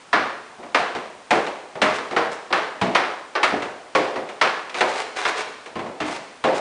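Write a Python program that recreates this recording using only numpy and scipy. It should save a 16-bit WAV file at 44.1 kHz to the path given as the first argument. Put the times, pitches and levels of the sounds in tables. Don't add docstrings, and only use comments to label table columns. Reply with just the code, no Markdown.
import sys
import numpy as np
from scipy import signal
from scipy.fft import rfft, irfft
from scipy.io import wavfile
from scipy.ndimage import uniform_filter1d

SR = 44100
rng = np.random.default_rng(int(sys.argv[2]) if len(sys.argv) > 2 else 0)


def bounce(signal):
    frames = np.transpose(np.atleast_2d(signal))
    limited = np.clip(frames, -1, 1)
    pcm = np.round(limited * 32767).astype(np.int16)
    wavfile.write(sys.argv[1], SR, pcm)


N = 291426

# start in seconds, strength in dB, weight on the stair frame in dB,
# hardness in dB (plus on the heel's edge, minus when flat), board pitch in Hz, heel pitch in Hz.
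STEPS = [(0.1295, -11.5, -25, -1.5, 689, 1654), (0.7457, -11.5, -27, 1, 710, 1237),
         (1.3072, -12, -26, -1.5, 735.4, 860), (1.8172, -12, -21, 0.5, 619.6, 895),
         (2.164, -13.5, -25.5, -3, 470, 1360), (2.5263, -14, -33.5, 1, 804, 1304),
         (2.8138, -16.8, -20, -1.5, 677, 967), (2.9495, -10.5, -30.5, 0.5, 737, 1310),
         (3.3522, -18, -51.5, -1.5, 828, 1510), (3.4308, -12, -30, 3.5, 626, 1193),
         (3.9501, -11.5, -25, -2.5, 528.7, 1106), (4.413, -11.5, -32.5, 3.5, 762, 1297),
         (4.8074, -12.5, -30, 0, 735.5, 975), (5.2522, -17, -38, 2.5, 735, 1490),
         (5.7555, -27.5, -26, -5.5, 469, 1064), (6.0029, -22, -25, -1.5, 657, 894),
         (6.4398, -16, -23.5, -4.5, 525, 1031)]
# start in seconds, strength in dB, hardness in dB.
TAPS = [(.584, -43.5, -11.5), (0.63, -35, -5), (.950, -23.5, -3.5), (1.348, -23.5, -1), (1.374, -27.5, -4),
        (1.465, -26, -1), (1.754, -30.5, -6), (1.985, -28.5, 0), (2.110, -26.5, -3.5), (2.122, -30, -2.5),
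        (2.505, -28, -7), (3.520, -31, -13.5), (3.622, -24, -2), (4.158, -24, -5), (4.289, -31, -0.5),
        (4.695, -37, 6), (4.743, -24, 1), (5.659, -34, 0), (5.791, -30.5, -2.5), (5.861, -32.5, -6.5),
        (6.084, -30, -4.5)]
# start in seconds, length in seconds, level in dB.
SCUFFS = [(1.937, 0.042, -33), (2.306, 0.059, -39), (4.76, 0.054, -30.5), (4.867, 0.17, -30),
          (5.15, 0.13, -28.5), (5.259, 0.059, -27), (5.353, 0.082, -28.5), (6.047, 0.14, -34.5),
          (6.536, 0.062, -32)]
# frequency in Hz, gain in dB.
WOOD_TONE = [(30, -42), (60, -18.5), (120, -9.5), (190, -3.5), (400, 5), (750, 7), (1600, 5.5), (2500, -6),
             (4000, -11.5), (6000, -14.5), (10000, -28.5)]
RASP_TONE = [(60, -26), (200, -19.5), (450, -0.5), (1000, -1), (2200, -4.5), (3200, -8.5), (4300, -10),
             (6500, -19), (10000, -34.5)]
HOUSE_TONE = [(30, -20.5), (100, -13.5), (250, -2), (500, -3), (1000, -1), (2000, -6.5), (4000, -12),
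              (6500, -16), (10000, -19.5)]
# multiple of its pitch, level in dB, t60 (the seconds it takes to fade by 60 dB).
BOARD_NOTES = [(0.801, -7.5, 0.2), (1, 0, 0.55), (1.421, -21, 0.42), (2.098, -6.5, 0.22),
               (3.299, -13, 0.24)]
FRAME_NOTES = [(0.657, -11.5, 0.17), (0.999, -6, 0.35), (1.327, -9, 0.4)]
# low and high edge in Hz,
# gain in dB, clatter t60 in seconds, echo t60 in seconds, echo level in dB.
BLOW_BANDS = [(45, 317, -5, 0.38, 0.64, -2.5), (322, 812, -4.5, 0.24, 0.83, -2),
              (1000, 2115, -4, 0.13, 0.72, -6.5), (2110, 5730, -7, 0.11, 0.69, -8.5),
              (4750, 13000, -0.5, 0.12, 0.73, -8.5)]
# dB over the strength, dB per dB of hardness, dB per octave of pitch.
HEEL_CONTACT = [(-3.5, -0.87, -4.5), (0.54, 0.2, 3.5), (0.32, 0.67, -2.5), (-19.5, 0.76, -7.5)]
SOLE_CONTACT = [(-3, -0.93, 0.0049), (-1.5, 0.18, 0.0073), (1.5, 0.94, 0.0072), (-15.5, 1.2, 0.006)]
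# time in seconds, change of level in dB.
ECHO_CURVE = [(0.13, 2.5), (1.3, -.5), (2.6, 1.9), (3.3, -2.5), (4.0, 1.5), (4.9, -2), (6.4, 3.5)]
# centre in Hz, width in Hz, gain in dB.
PANEL_RINGS = [(432, 11, -3.5), (516, 5.2, -2), (623, 30, -12.5), (1727, 15, -4), (2670, 53, -18),
               (4170, 49, -9.5), (6800, 62, -14.5), (9300, 110, -8)]

LIGHT_RING_DB, LIGHT_ECHO_DB = -2.5, -1
HEEL_MIDDLE_HZ = 1200
FRAME_HZ, FRAME_YIELDS_DB, FRAME_SAG_HZ_PER_DB = 368.1, -27.5, 24


def footfalls(sole_lag_s=0.046):
    out = np.zeros(N)
    for s, strength_db, weight_db, hardness_db, board_hz, heel_hz in STEPS:
        ring_db = 1 - 0.68 * hardness_db
        echo_db = np.interp(s, *np.transpose(ECHO_CURVE))
        heel = tread(HEEL_CONTACT, strength_db, weight_db, hardness_db,
                     board_hz, heel_hz, ring_db, echo_db)
        add(out, s, heel)
        sole = tread(SOLE_CONTACT, strength_db - 17, weight_db - 6.5, hardness_db - 5, board_hz, heel_hz)
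        add(out, s + sole_lag_s, sole)
    for s, strength_db, hardness_db in TAPS:
        *_, board_hz, heel_hz = min(STEPS, key=lambda step: abs(step[0] - s))
        weight_db = strength_db - 13.5 - 1.5 * hardness_db
        add(out, s, tread(SOLE_CONTACT, strength_db, weight_db, hardness_db, board_hz, heel_hz))
    return out


def tread(contact, strength_db, weight_db, hardness_db, board_hz, heel_hz,
          ring_db=LIGHT_RING_DB, echo_db=LIGHT_ECHO_DB):
    octaves = np.log2(heel_hz / HEEL_MIDDLE_HZ)
    upper_db = [strength_db + over_db + per_hardness * hardness_db + per_octave * octaves
                for over_db, per_hardness, per_octave in contact]
    frame_hz = FRAME_HZ - FRAME_SAG_HZ_PER_DB * max(weight_db - FRAME_YIELDS_DB, 0)
    return blow([weight_db] + upper_db, frame_hz, board_hz, heel_hz, ring_db, echo_db)


def blow(levels_db, frame_hz, board_hz, heel_hz, ring_db, echo_db,
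         heel_db=-17, heel_t60=0.25, attack_s=0.019):
    t = np.arange(SR) / SR
    clatter = colour(grit(SR, spread_db=5.5), WOOD_TONE) * rise(t, 0.00043)
    echo = colour(grit(SR, spread_db=4.5), WOOD_TONE) * rise(t, 0.0041)
    board = undb(-14) * ring(t, [(board_hz * ratio, db, t60) for ratio, db, t60 in BOARD_NOTES])
    heel = ring(t, [(heel_hz, heel_db, heel_t60)])
    frame = undb(-8) * ring(t, [(frame_hz * ratio, db, t60) for ratio, db, t60 in FRAME_NOTES])
    frame *= rise(t, 0.0054)
    click = 4.6 * colour(signal.unit_impulse(SR), WOOD_TONE)
    direct = click + undb(ring_db) * (board + heel) + frame
    out = 0
    for db, (lo_hz, hi_hz, gain_db, clatter_t60, echo_t60, wall_db) in zip(levels_db, BLOW_BANDS):
        walls = undb(wall_db + echo_db) * echo * fade(t, echo_t60)
        part = band(direct + clatter * fade(t, clatter_t60) + walls, lo_hz, hi_hz)
        attack_level = np.std(part[:int(attack_s * SR)])
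        out = out + undb(db + gain_db) * part / attack_level
    return out


def scuffs(edge_s=0.018, room_t60=0.83, room_db=-2):
    out = np.zeros(N)
    for s, length_s, db in SCUFFS:
        t = np.arange(int(length_s * SR)) / SR
        grip = undb(2.5 * unit(uniform_filter1d(rng.standard_normal(len(t)), size=250)))
        soft_ends = np.clip(np.minimum(t, length_s - t) / edge_s, 0, 1)
        slips = grit(len(t), spread_db=8.0) * grip * soft_ends
        rasp = undb(db) * unit(colour(slips, RASP_TONE))
        hiss_db = -32 + 0.36 * db
        hiss = undb(hiss_db) * unit(band(slips, 3440, 6600, order=1))
        add(out, s, rasp + hiss)
    t = np.arange(SR) / SR
    room = rng.standard_normal(SR) * fade(t, room_t60)
    walls = signal.fftconvolve(band(out, 60, 7100, order=1), room / np.linalg.norm(room))[:N]
    return undb(-0.5) * out + undb(room_db) * walls


def panelling(x):
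    return x + sum(undb(db) * band(x, hz - width_hz / 2, hz + width_hz / 2, order=1)
                   for hz, width_hz, db in PANEL_RINGS)


def house(level_db=-46.5):
    return undb(level_db) * unit(colour(rng.standard_normal(N), HOUSE_TONE))


def ring(t, notes):
    out = 0
    for hz, db, t60 in notes:
        strength = undb(db + 2 * rng.standard_normal()) * rng.choice([-1, 1])
        out = out + strength * np.sin(2 * np.pi * hz * t) * fade(t, t60)
    return out


def grit(count, spread_db):
    return unit(rng.standard_normal(count) * undb(spread_db * rng.standard_normal(count)))


def colour(x, points, size=2048):
    hz, db = np.transpose(points)
    grid_hz = np.maximum(np.arange(size // 2 + 1) * SR / size, 1)
    gain = undb(np.interp(np.log(grid_hz), np.log(hz), db))
    cepstrum = irfft(np.log(gain))
    cepstrum[1:size // 2] *= 2
    cepstrum[size // 2 + 1:] = 0
    response = irfft(np.exp(rfft(cepstrum)))
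    return signal.fftconvolve(x, response)[:len(x)]


def band(x, lo_hz, hi_hz, order=3):
    edges_hz = [lo_hz, min(hi_hz, SR / 2 - 1)]
    return signal.sosfilt(signal.butter(order, edges_hz, "band", fs=SR, output="sos"), x)


def rise(t, rise_s):
    return 1 - np.exp(-t / rise_s)


def fade(t, t60):
    return np.exp(-np.log(1000) * t / max(t60, 1e-3))


def undb(db):
    return 10 ** (np.asarray(db) / 20)


def unit(x):
    return x / np.sqrt(np.mean(x ** 2))


def add(track, s, sound):
    start = int(s * SR)
    track[start:start + len(sound)] += sound[:N - start]


def scene():
    return (panelling(footfalls() + scuffs()) + house())[None]


def record(dry, top_hz=9950):
    rounded = np.tanh(dry)
    return signal.sosfilt(signal.ellip(12, .2, 60, top_hz, fs=SR, output="sos"), rounded)


dry = scene()
out = record(dry)
bounce(out)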